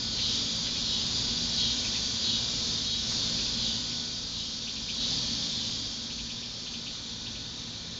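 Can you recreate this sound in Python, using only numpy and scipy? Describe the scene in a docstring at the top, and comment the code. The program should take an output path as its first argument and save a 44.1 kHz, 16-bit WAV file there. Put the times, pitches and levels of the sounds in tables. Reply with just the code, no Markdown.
"""A summer wood: the clicking tymbals of a cicada chorus merge into a hiss in the crowns, and one
nearer cicada swells from rasp to whistle about every 0.7 s. A bird's short rising chips scatter off
the trees. There are faint, very high ticks and two short scratches, and a distant motor hums under
the low rush of air. Chorus, air and motor sink, come back and sink again."""
import sys
import numpy as np
from scipy import signal
from scipy.fft import rfft, irfft, next_fast_len
from scipy.io import wavfile
from scipy.ndimage import uniform_filter1d

SR = 44100
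rng = np.random.default_rng(int(sys.argv[2]) if len(sys.argv) > 2 else 0)


def waveform_to_disk(signal):
    """Save audio, clipped to [-1, 1], as 16-bit WAV at the path in sys.argv[1]."""
    frames = np.transpose(np.atleast_2d(signal))
    scaled = np.clip(frames, -1, 1) * 32767
    samples = np.round(scaled).astype(np.int16)
    wavfile.write(sys.argv[1], SR, samples)


N = 352359
TIME = np.arange(N) / SR

# swells of the near cicada: (time [s], rasp level [dB], whistle level [dB])
CICADA_SWELLS = [(.265, -32, -35), (.945, -33, -32.5), (1.654, -31.5, -29), (2.315, -32, -32),
                 (2.94, -36.5, -33), (3.682, -34.5, -38), (4.4, -38.5, -46), (5.055, -38.5, -37),
                 (5.64, -38, -46)]


def chorus(db=-36.5, tire_s=5.7, fade_db_per_s=2.5, ridge_width_hz=330, flutter_db=.26):
    """Countless tymbals merge into a hiss; as they tire it fades and its ridge sinks and flattens."""
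    # colour of the chorus: (frequency [Hz], relative level [dB])
    spectrum = [(2000, -40.5), (2600, -15), (3000, -9), (3300, 0), (3550, 2.5), (4000, -1), (4400, 1),
                (5000, 0), (5450, -2), (6250, -3), (6900, -7.5), (7400, -17.5), (7800, -39), (8600, -39.5)]
    # single shrill singers: (pitch [Hz], half width [Hz], boost [dB])
    singers = [(3260, 20, 4), (3610, 36, 1.5)]
    hz = np.fft.rfftfreq(1024, 1 / SR)
    frame_s = np.arange(N // 256 + 5)[:, None] * 256 / SR
    real, imag, broad, fine = rng.standard_normal((4, len(frame_s), len(hz)))
    f, level = np.transpose(spectrum)
    shape_db = np.interp(np.log(hz + 1), np.log(f), level) - 60 * np.clip(hz / f[-1] - 1, 0, 1)
    tired_s = np.maximum(frame_s - tire_s, 0)
    ridge_hz, ridge_db = 4640 - 240 * tired_s, 4 - .7 * tired_s  # where most of the chorus sings
    shape_db = shape_db + ridge_db * np.exp(-.5 * ((hz - ridge_hz) / ridge_width_hz) ** 2)
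    shape_db += sum(boost * np.exp(-.5 * ((hz - pitch) / width) ** 2) for pitch, width, boost in singers)
    for noise, depth_db, frames, bins in (broad, .5, 16, 8), (fine, 1.72, 40, 2):  # voices come and go
        patches = uniform_filter1d(uniform_filter1d(noise, frames, axis=0), bins, axis=1)
        shape_db += depth_db * unit(patches)
    hiss = signal.istft(((real + 1j * imag) * amp(shape_db)).T, nperseg=1024, noverlap=768)[1][:N]
    hiss /= np.sqrt(uniform_filter1d(band(hiss, 4400, 7200) ** 2, SR // 2))  # holds the treble steady
    fade_db = fade_db_per_s * np.maximum(TIME - tire_s, 0)
    return amp(db - fade_db + flutter_db * drift(40)) * hiss


def cicada_rasp(click_hz=387, jitter=.09, sag_hz=30, half_width_s=.062):
    """Tymbal clicks ring the near cicada's body, whose pitch sags through each swell."""
    # body resonances: (pitch [Hz], bandwidth [Hz], relative level [dB], swell delay [s])
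    body = [(3085, 400, -3.5, 0.005), (3350, 220, -3.5, 0.0032), (3783, 130, -4, 0.053),
            (4154, 340, -0.5, -0.048)]
    swells = [((TIME - s) / half_width_s, db) for s, db, _ in CICADA_SWELLS]
    sag = -sag_hz * sum(u * bell(u) for u, _ in swells)
    effort = sum(amp(db) * bell(u) for u, db in swells)
    turns = np.cumsum(click_hz * (1 + jitter * drift(300))) / SR
    clicks = np.diff(np.floor(turns), prepend=0)
    rasp = np.zeros(N)
    for hz, width, db, delay in body:
        ring = resonate(resonate(clicks, hz + sag, width), hz + sag, width)
        ring = trees(ring, t60=.093, wet_db=-1.5)
        rasp += amp(db) * np.interp(TIME - delay, TIME, effort) * unit(ring)
    rasp /= np.linalg.norm(amp([db for _, _, db, _ in body]))
    return band(rasp, 2300, 6000, order=3)


def cicada_whistle(waver_hz=12, throb_db=3.5, half_width_s=.042, lead_s=.0072):
    """At the height of each swell the rasp breaks into clear, throbbing tones."""
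    # whistle tones: (pitch [Hz], relative level [dB], swell delay [s])
    tones = [(3850, -1, -0.0054), (4280, -8, -0.036), (3280, -10.5, -0.00085)]
    effort = sum(amp(db) * bell((TIME - s + lead_s) / half_width_s) for s, _, db in CICADA_SWELLS)
    out = np.zeros(N)
    for hz, db, delay in tones:
        throb = amp(throb_db * drift(60))
        tone = np.sin(2 * np.pi * np.cumsum(hz + waver_hz * drift(120)) / SR)
        out += amp(db) * np.interp(TIME - delay, TIME, effort) * unit(throb * tone)
    return out


def bird(gain_db=2.5, start_hz=2200, end_hz=4500, length_s=.021, rough=.11, lead_s=.003):
    """Each chip is one quick, raspy upward sweep, smeared by the trees."""
    # chips: (time [s], relative level [dB])
    chips = [(.185, -42), (.668, -39), (.755, -41), (1.845, -38), (1.95, -38), (3.386, -40.5), (3.463, -41),
             (3.91, -44), (4.674, -39.5), (4.764, -42.5), (4.886, -38), (6.103, -41), (6.187, -42),
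             (6.3, -42), (6.428, -44.5), (6.664, -41.5), (6.737, -41), (6.866, -40), (7.26, -41.5),
             (7.353, -43.5)]
    out = np.zeros(N)
    rasp = 1 + rough * drift(1500)
    for (s, db), (pitch, stretch) in zip(chips, rng.standard_normal((len(chips), 2))):
        u = np.linspace(0, 1, round(length_s * np.exp(.15 * stretch) * SR))
        sweep_hz = (1 + .05 * pitch) * start_hz * (end_hz / start_hz) ** u
        turns = np.cumsum(sweep_hz * rasp[round(s * SR):][:len(u)]) / SR
        arch = np.sqrt(np.sin(np.pi * u).clip(0))
        add(out, s - lead_s, np.sqrt(2) * amp(gain_db + db) * arch * np.sin(2 * np.pi * turns))
    return trees(out, t60=.11, wet_db=2.5)


def ticks_and_scratches(tick_gain_db=8, tick_hz=7650, faint_count=28, scratch_decay_s=.0045):
    """Faint, very high ticks, a few clearer than the rest, and two short scratches."""
    # clear, dry ticks: (time [s], relative level [dB])
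    clear_ticks = [(.2917, -50), (.3571, -52), (.5626, -46), (1.0654, -48), (1.1862, -52), (1.5618, -49),
                   (3.121, -49), (3.7788, -55), (4.9482, -53), (5.5248, -52)]
    # short scratches: (time [s], relative level [dB])
    scratches = [(3.12, -34), (5.695, -39)]
    out, t = np.zeros(N), np.arange(1024) / SR
    tick = np.hanning(40) * np.sin(2 * np.pi * tick_hz * t[:40])
    faint_ticks = zip(rng.uniform(0, N / SR, faint_count), rng.normal(-58, 3, faint_count))
    for s, db in [*clear_ticks, *faint_ticks]:
        add(out, s, amp(db + tick_gain_db) * tick)
    for s, db in scratches:
        grit = band(rng.standard_normal(len(t)), 800, 3900, order=2)
        add(out, s, 2 * amp(db) * grit * np.exp(-t / scratch_decay_s))
    return out


def far_insects(db=-43, flutter_db=1):
    """A lower, lightly fluttering hiss from deep in the wood."""
    # colour of the farthest insects: (frequency [Hz], relative level [dB])
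    spectrum = [(2000, -27.5), (2900, -5.5), (3300, -5), (3550, 3.5), (4100, 1.5), (4600, -6.5),
                (6500, -24), (7300, -26), (7800, -44)]
    return amp(db + flutter_db * drift(25)) * unit(colour(rng.standard_normal(N), spectrum))


def motor(shaft_hz=59.2, buzz_db=-81, waver=.36):
    """Wavering fan and motor tones, and a faint buzz on the multiples of the shaft speed."""
    # motor and fan tones: (pitch [Hz], level [dB], width of pitch wander [Hz])
    hum = [(56.1, -53, 4), (83.8, -56.5, 6), (110.8, -53, 5.2), (118.4, -57.5, 4), (165.2, -52, 3),
           (221.1, -51, 4), (237.8, -50, 3), (276, -56.5, 4), (325, -69.5, 3), (351, -68, 2), (533, -66, 2),
           (996, -67, 5), (2367, -62.5, 6), (2430, -63, 8)]
    # strong shaft harmonics: (multiple, level [dB])
    whine = [(21, -75), (22, -66.5), (25, -62.5), (27, -67.5), (30, -66)]
    out = np.zeros(N)
    for hz, db, width in hum:
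        turns = np.cumsum(hz + width / 2 * drift(2 * width + 1)) / SR + rng.random()
        out += amp(db) * (1 + waver * drift(9)) * np.sin(2 * np.pi * turns)
    shaft_turns = np.cumsum(shaft_hz + .021 * drift(1.994)) / SR
    for k in range(12, 40):
        gain = amp(dict(whine).get(k, buzz_db)) * (1 + waver * drift(3))
        out += gain * np.sin(2 * np.pi * (k * shaft_turns + rng.random()))
    return np.sqrt(2) * out


def air():
    """A low, even rush of air from far away, its level set by its midrange."""
    # colour of the rush: (frequency [Hz], relative level [dB])
    spectrum = [(15, -13), (45, 1), (70, -1), (100, -3.5), (128, 2.5), (150, -7), (200, -1), (280, -3),
                (320, -9.5), (480, -9), (700, -14.5), (1000, -13.5), (1300, -17), (2400, -16), (7200, -36)]
    rush = colour(rng.standard_normal(N), spectrum)
    return amp(-48) * rush / np.std(band(rush, 400, 2000))


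def trees(x, t60, wet_db):
    """Trunks and leaves scatter a sound into many dying echoes."""
    t = np.arange(SR // 2) / SR
    taps = rng.standard_normal(len(t)) * (rng.random(len(t)) < .1) * (t > .004)
    tail = taps * amp(-60 * t / t60)
    echoes = signal.oaconvolve(x, tail / np.linalg.norm(tail))[:N]
    return (x + amp(wet_db) * echoes) / np.sqrt(1 + amp(wet_db) ** 2)


def amp(db):
    return 10 ** (np.asarray(db) / 20)


def unit(x):
    return x / np.sqrt(np.mean(x ** 2) + 1e-20)


def add(mix, s, sound):
    part = mix[max(round(s * SR), 0):][:len(sound)]
    part += sound[:len(part)]


def band(x, lo_hz, hi_hz, order=4):
    return signal.sosfilt(signal.butter(order, [lo_hz, hi_hz], "band", fs=SR, output="sos"), x)


def colour(x, points):
    """An EQ curve through (frequency [Hz], gain [dB]) points, dying away above the last."""
    hz = np.fft.rfftfreq(2 * next_fast_len(N // 2 + 1), 1 / SR)
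    f, db = np.transpose(points)
    gain = amp(np.interp(np.log(hz + 1), np.log(f), db)) / (1 + (hz / (1.1 * f[-1])) ** 40)
    return irfft(rfft(x, 2 * len(hz) - 2) * gain)[:N]


def resonate(x, hz, width):
    """A resonance of gain 1 that follows the curve hz."""
    turn = np.exp(2j * np.pi * np.cumsum(hz) / SR)
    pole = np.exp(-np.pi * width / SR)
    return 2 * (turn * signal.lfilter([1 - pole], [1, -pole], x / turn + 1e-18)).real


def drift(per_s):
    """A random wander of RMS 1 that turns per_s times a second, holding once its knots run out."""
    knots = rng.standard_normal(4096)
    return unit(np.interp(TIME * per_s, np.arange(len(knots)), knots))


def bell(u):
    """A smooth rise and fall, of height 1 at u = 0."""
    return 1 / np.cosh(np.clip(u, -20, 20))


def scene(chorus_share=.99, motor_share=.81, air_db=-3.1, motor_db=-1.5):
    """The bed sinks and returns on one fader, each layer by its share; short sounds sit on top."""
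    # fader ride of the bed: (time [s], relative level [dB])
    fader = [(0.0, -46), (0.2, -45), (0.33, -43.5), (0.8, -45.5), (1.25, -43), (1.5, -44), (1.8, -43.5),
             (2.15, -44.5), (2.7, -44.0), (2.97, -47.0), (3.12, -43.0), (3.6, -44.5), (4.35, -49.5),
             (4.87, -49.5), (5.1, -44), (5.7, -47), (6.1, -50), (8.0, -49.5)]
    ride_db = np.interp(TIME, *np.transpose(fader))
    ride_db -= ride_db.mean()
    bed = amp(ride_db) * (amp(air_db) * air() + far_insects())
    bed += amp(motor_share * ride_db + motor_db) * motor()
    bed += amp(chorus_share * ride_db) * chorus()
    return (bed + cicada_rasp() + cicada_whistle() + bird() + ticks_and_scratches())[None]


def record(dry, cutoff_hz=9000):
    """A steep low-pass takes off the top of the treble."""
    low_pass = signal.firwin(511, cutoff_hz, window=("kaiser", 9), fs=SR)
    return signal.oaconvolve(dry, low_pass[None], "same")


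dry = scene()
out = record(dry)
waveform_to_disk(out)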